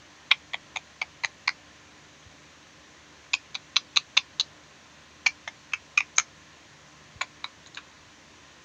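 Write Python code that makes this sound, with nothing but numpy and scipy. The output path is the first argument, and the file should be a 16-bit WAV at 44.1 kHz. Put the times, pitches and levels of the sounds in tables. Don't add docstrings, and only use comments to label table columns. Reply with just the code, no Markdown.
import sys
import numpy as np
from scipy import signal
from scipy.io import wavfile
from scipy.ndimage import uniform_filter1d, minimum_filter1d

SR = 44100
rng = np.random.default_rng(int(sys.argv[2]) if len(sys.argv) > 2 else 0)


def invert_db(x):
    u = np.asarray(x, float) / 20
    return 10 ** u


def digitize_waveform(pressure):
    field = np.atleast_2d(pressure).T
    bounded = np.clip(field, -1, 1)
    quanta = np.round(bounded * 32767).astype(np.int16)
    wavfile.write(sys.argv[1], SR, quanta)


N = 381024


def unit_rms(x):
    return x / np.sqrt(np.mean(x ** 2) + 1e-20)


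def unit_peak(x):
    return x / abs(signal.hilbert(x)).max()


def read_curve(points, hz):
    f, value = np.transpose(points)
    return np.interp(np.log(hz + 1), np.log(f + 1), value)


def add(mix, s, sound):
    part = mix[round(s * SR):][:len(sound)]
    part += sound[:len(part)]


def ring(x, hz, width_hz):
    pole = np.exp((2j * np.pi * hz - np.pi * width_hz) / SR)
    once = signal.lfilter([1], [1, -pole], x + 0j)
    return signal.lfilter([1], [1, -pole], once).real


def sharp_response(points, size=2048):
    hz = abs(np.fft.fftfreq(size, 1 / SR))
    log_gain = np.log(invert_db(read_curve(points, hz)))
    return np.fft.ifft(np.exp(np.conj(signal.hilbert(log_gain)))).real[:size // 2]


def slow_drift(fastest_hz, t):
    rates_hz = np.geomspace(.3, fastest_hz, num=20)
    return unit_rms(sum(np.sin(2 * np.pi * (f * t + rng.random())) for f in rates_hz))


# (frequency [Hz], level [dB per Hz])
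AIR_SPECTRUM = [(30, -22), (50, -25.5), (70, -5.5), (150, -5), (300, -6), (450, -9.5), (2500, -9.5),
                (4200, -12.5), (5000, -17.5), (6900, -17), (8300, -32), (10000, -41), (12300, -46.5),
                (15000, -43)]
# (frequency [Hz], width [Hz], level above the air [dB])
HOUSING = [(537, 20, 5.5), (1040, 56, 7), (1800, 330, 4), (6050, 1070, 5)]
# (multiple of the blade rate [1], level [dB], waver [dB])
BLADE_TONES = [(0.999, -70, 2), (1.33, -75, 3), (2, -69.5, 6), (3, -77.5, 4), (4, -68.5, 5.5),
               (8, -75.5, -4.5)]


def fan():
    air_db, blade_hz, speed_waver = -53, 74.9, 0.0026
    frames, hz = N // 512 + 5, np.fft.rfftfreq(2048, 1 / SR)
    real, imaginary, patches = rng.standard_normal((frames, 1025, 3)).T
    patches = uniform_filter1d(uniform_filter1d(patches, 20, 0), 8, 1)
    patches_db = .7 * unit_rms(patches)
    housing_db = sum(db / (1 + (2 * (hz - f) / w) ** 2) for f, w, db in HOUSING)
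    colour_db = read_curve(AIR_SPECTRUM, hz) + housing_db
    spectrum = (real + 1j * imaginary) * invert_db(colour_db[:, None] + patches_db)
    hiss = signal.istft(spectrum, nperseg=2048, noverlap=1536)[1][:N]
    sound = invert_db(air_db) * unit_rms(hiss)

    t = np.arange(N) / SR
    coarse = t[::441]
    speed = 1 + speed_waver * np.interp(t, coarse, slow_drift(1.5, coarse))
    turns = np.cumsum(blade_hz * speed) / SR
    for multiple, db, waver_db in BLADE_TONES:
        waver = np.interp(t, coarse, np.tanh(slow_drift(6.5, coarse)))
        tone = np.sin(2 * np.pi * (multiple * turns + rng.random()))
        sound += np.sqrt(2) * invert_db(db + waver_db * waver) * tone
    return sound


# (time [s], peak level [dB], first pitch [Hz], last pitch [Hz], length [ms])
FOOTSTEPS = [
    (1.245, -47, 160, 90, 16),
    (2.263, -44, 130, 70, 22),
    (7.157, -41, 166, 54, 25),
    (8.0, -61, 90, 55, 33),
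]


def footsteps():
    out = np.zeros(N)
    for s, db, first_hz, last_hz, ms in FOOTSTEPS:
        u = np.arange(0, 1, 1000 / ms / SR)
        pitch_hz = last_hz + (first_hz - last_hz) * (1 - u) ** 2
        turns = np.cumsum(pitch_hz) / SR
        swell = np.sin(np.pi * np.sqrt(u))
        add(out, s, invert_db(db) * swell * np.sin(2 * np.pi * turns))
    return out


# (frequency [Hz], time to fall 60 dB [s])
ROOM_DECAY = [(300, 0.12), (1000, 0.1), (2500, 0.095), (4000, 0.077), (5300, 0.16), (6500, 0.082),
              (9000, 0.073)]


def room(level_db):
    wall_db, wall_s = -11, 0.01
    taps = np.zeros(SR // 4)
    at = np.arange(120, len(taps) - 12, 12)
    taps[at + rng.integers(0, 12, len(at))] = rng.choice([-1., 1.], len(at))
    hz, t, spectrum = signal.stft(taps, SR, nperseg=128)
    decay_db = -60 * t / read_curve(ROOM_DECAY, hz)[:, None]
    tail = signal.istft(spectrum * invert_db(decay_db), SR, nperseg=128)[1]
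    tail /= np.linalg.norm(tail)
    tail[round(wall_s * SR) + rng.integers(-60, 60, 3)] += invert_db(wall_db) / np.sqrt(3)
    return invert_db(level_db) * tail


RING_WIDTHS = [450, 397, 584, 630, 660]


def slip(row, bite, grip, bout, grit, colours):
    s, ms, top_db, tilt_db = row
    low_db, upper_db, tip_db, crack_db, rim_db = grip
    start_s, rim_hz, fizz_db, room_db, damping = bout
    main_hz = bite[2]
    rings_hz = np.array([*bite[1:], rim_hz])
    octaves = np.log2(rings_hz[:-1] / main_hz)
    levels_db = np.array([low_db, 0, upper_db, tip_db]) + tilt_db * octaves
    levels_db = [*(top_db + levels_db - levels_db.max()), top_db + rim_db]

    t = np.arange(grit.shape[1]) / SR - .004
    late = (t + 0.00078) / (0.00037 * ms)
    push = np.exp(-.5 * np.where(late < 0, late, 1.05 * late) ** 2)
    catches = push * grit
    crack, fizz, shell = (signal.fftconvolve(catches, c[None], axes=1)[:, :len(t)] for c in colours)
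    sound = invert_db(top_db + crack_db) * unit_peak(crack[0])
    sound += invert_db(top_db + fizz_db) * unit_peak(fizz[0])
    for drive, hz, width_hz, db in zip(shell[1:], rings_hz, RING_WIDTHS, levels_db):
        sound += invert_db(db) * unit_peak(ring(drive, hz, width_hz * damping))
    return sound


# (frequency [Hz], level [dB])
CRACK_SPECTRUM = [(500, -27.5), (900, 1.5), (2000, -9), (3000, 8), (4500, 6.5), (5800, -5.5), (7000, -22),
                  (8500, -26)]
# (frequency [Hz], level [dB])
FIZZ_SPECTRUM = [(6000, -40), (7700, 6), (9000, 1), (10500, -1), (12500, -7), (14800, -3), (15500, -3),
                 (17000, -30)]
# (frequency [Hz], level [dB])
SHELL_SPECTRUM = [(250, -75.5), (450, -17), (750, -5.5), (6900, 0), (7600, -6), (8600, -26.5), (11000, -81)]
# (time [s], low [Hz], main [Hz], upper [Hz], tip [Hz])
BITE_RINGS = [(0.309, 1020, 2465, 3510, 5750), (0.534, 880, 2120, 3320, 6800),
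              (0.757, 770, 2330, 3560, 6500), (1.012, 890, 2300, 3250, 6500),
              (1.238, 885, 2170, 4130, 6480), (1.476, 1096, 2026, 4220, 6270),
              (3.335, 1040, 2510, 3740, 6800), (3.545, 1050, 2410, 3800, 6260),
              (3.759, 1166, 2550, 3930, 6050), (3.961, 1180, 2480, 3910, 6220),
              (4.167, 1085, 2620, 3810, 6300), (4.397, 1220, 2850, 3940, 6300),
              (5.262, 1050, 2340, 4360, 6250), (5.473, 875, 2080, 3500, 6150),
              (5.72, 1260, 2526, 3120, 6450), (5.973, 1220, 2380, 3700, 6370),
              (6.166, 1310, 2280, 3850, 6360), (7.209, 1207, 2230, 3880, 6970),
              (7.442, 1090, 2180, 3880, 6460), (7.662, 990, 1760, 3860, 6750),
              (7.746, 1360, 2690, 3950, 6700), (7.772, 1410, 2540, 3620, 6650)]
# (low [dB], upper [dB], tip [dB], crack [dB], rim [dB])
BITE_GRIPS = [(-14, -2, -31, -19, -26), (-5.5, -4, -25, -14, -24), (-4, -4.5, -12, -10.5, -21),
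              (-9, -13, -18, -8.5, -24), (-11, -10, -17.5, -13, -33), (-8.5, -3.5, -15, -12, -2),
              (-18, -10, -12, -4, -12), (-7.5, 4.5, -10, -0.5, -18), (-7, 4.5, -8.5, -9, -23),
              (-9, 5, -7.5, -8.5, -16), (-13.5, 2.5, -11.5, -8, -21), (-23, 23.5, 11, -3, -26),
              (-13, -8, -11.5, -12, -16), (-3.5, -9, -17, -23, -16), (-9, -21, -18, -21.5, -16),
              (-14, -17, -16.5, -29, -17.5), (-5, -4, 5.5, -35, -42), (-2, -5.5, -15.5, -26, -25),
              (-0.5, 4, -20, -31, -32), (-3, 16, 6, -16, -21), (4, 20, 9, -18, -18),
              (2.5, 0, -12, -14, -28)]
# (start [s], rim ring [Hz], fizz level [dB], room level [dB], damping [factor])
HEAD_POSES = [
    (0.2, 4360, -35, -14, 1.08),
    (3.2, 4570, -45, -13.5, 1),
    (5.2, 5400, -41, -11, 0.94),
    (6.1, 5400, -45, -13, 1.4),
    (7.1, 4200, -35, -8.5, 1.17),
]
# (time [s], length # [ms], peak level [dB], tilt [dB per
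BEAK_SLIPS = [(0.3106, 3.5, -21, -6), (0.315, 2.6, -4.5, 0.5), (0.3177, 5.7, -10.5, 0),
              (0.3216, 4.1, -14, 0), (0.5361, 3.2, -25, 3.5), (0.5439, 3.8, -19.5, 0.5),
              (0.5532, 3.1, -31, 1), (0.76, 3.2, -33, -2), (0.7626, 3.6, -21, 0.5), (0.771, 3.3, -21, 1.5),
              (1.0178, 4.2, -16, -0.5), (1.0266, 4.6, -25, -2), (1.2388, 8.7, -19.5, -1.5),
              (1.248, 2.5, -9.5, 0.5), (1.2577, 4.9, -29.5, 9.5), (1.4782, 5.4, -21.5, -1.5),
              (1.48, 2.5, -11.5, -1.5), (1.4926, 2.9, -16.5, -1.5),
              (3.3355, 2.6, -15.5, 1.5), (3.341, 3.7, -10, -2.5), (3.3492, 4.9, -29.5, 8),
                (3.547, 1.4, -29, 11), (3.554, 5.7, -20.5, -1), (3.56, 4.8, -28, -0.5),
                (3.7605, 0.73, -16, 3), (3.7673, 4.1, -8, -0.5), (3.773, 3.2, -20, 14),
                (3.9618, 1.9, -16.5, 5), (3.968, 3.2, -12, -1.5), (3.973, 2.4, -3.5, 1),
                (4.1697, 3.8, -23, -10), (4.1728, 6.1, -9.5, 3.5), (4.1761, 3.6, -5, 0),
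                (4.1787, 3.2, -14.5, -5), (4.3989, 1.5, -10.5, 2), (4.403, 4.8, -13, 3.5),
                (4.4099, 5.9, -14, -1),
              (5.2626, 2.4, -15, -4.5), (5.2666, 7.3, -8.5, 1), (5.2754, 8.7, -25, 24),
               (5.4756, 3, -34, -16), (5.4787, 3.3, -21.5, 2), (5.486, 4.1, -35, 8), (5.7234, 2.1, -37, -2),
               (5.7364, 2.5, -13, 1), (5.745, 6.2, -28.5, 6), (5.9777, 4.4, -6.5, -0.5),
               (5.974, 3, -35, -6), (5.982, 2.5, -18.5, -1.5), (5.988, 6, -22, 9), (6.0064, 1.9, -15, -3.5),
               (6.162, 1.5, -36, 17), (6.167, 1.5, -31, 15), (6.1705, 2.3, -28, 22), (6.1803, 2.6, -31, -5),
               (6.1838, 1.4, -0.2, -0.5), (6.1875, 1.1, -20, -1.5), (6.193, 4.4, -32, -5),
               (6.1991, 2.5, -16.5, -2.5),
              (7.213, 4.1, -20, -1), (7.2163, 2.9, -16, 1), (7.2197, 1.9, -25, 8), (7.444, 3.3, -20, 0.5),
                (7.4502, 1.7, -40, 0), (7.663, 2.2, -36.5, -4), (7.673, 8.8, -43.5, 17),
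                (7.7485, 2.3, -30.5, 0), (7.7575, 2.5, -42, 10), (7.7743, 5.7, -28, 1),
                (7.7812, 1.5, -34, 0), (7.7884, 2.5, -34, -6)]


def beak():
    out, shell = np.zeros(N), sharp_response(SHELL_SPECTRUM)
    crack = np.convolve(sharp_response(CRACK_SPECTRUM), shell)
    colours = crack, sharp_response(FIZZ_SPECTRUM), shell
    starts = np.array(BITE_RINGS)[:, 0] - .012
    pose_starts = np.array(HEAD_POSES)[:, 0]
    bouts = [HEAD_POSES[k - 1] for k in np.searchsorted(pose_starts, starts)]
    bites = np.zeros((len(BITE_RINGS), SR // 10))
    slips = BEAK_SLIPS
    grits = rng.standard_normal((len(slips), 6, 900))
    for row, grit in zip(slips, grits):
        k = np.searchsorted(starts, row[0] - .007) - 1
        sound = slip(row, BITE_RINGS[k], BITE_GRIPS[k], bouts[k], grit, colours)
        add(bites[k], row[0] - .004 - starts[k], sound)
    for s, bite, bout in zip(starts, bites, bouts):
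        room_db = bout[3]
        add(out, s, bite)
        add(out, s, signal.fftconvolve(bite, room(room_db)))
    return out


def scene():
    return (beak() + footsteps() + fan())[None]


def band_limit(x):
    return signal.sosfilt(signal.butter(12, 15750, fs=SR, output="sos"), x)


def record(dry):
    needed_gain = np.minimum(.82 / (abs(dry) + 1e-9), 1)
    gain = uniform_filter1d(minimum_filter1d(needed_gain, size=89), size=88)
    return band_limit(gain * dry)


dry = scene()
out = record(dry)
digitize_waveform(out)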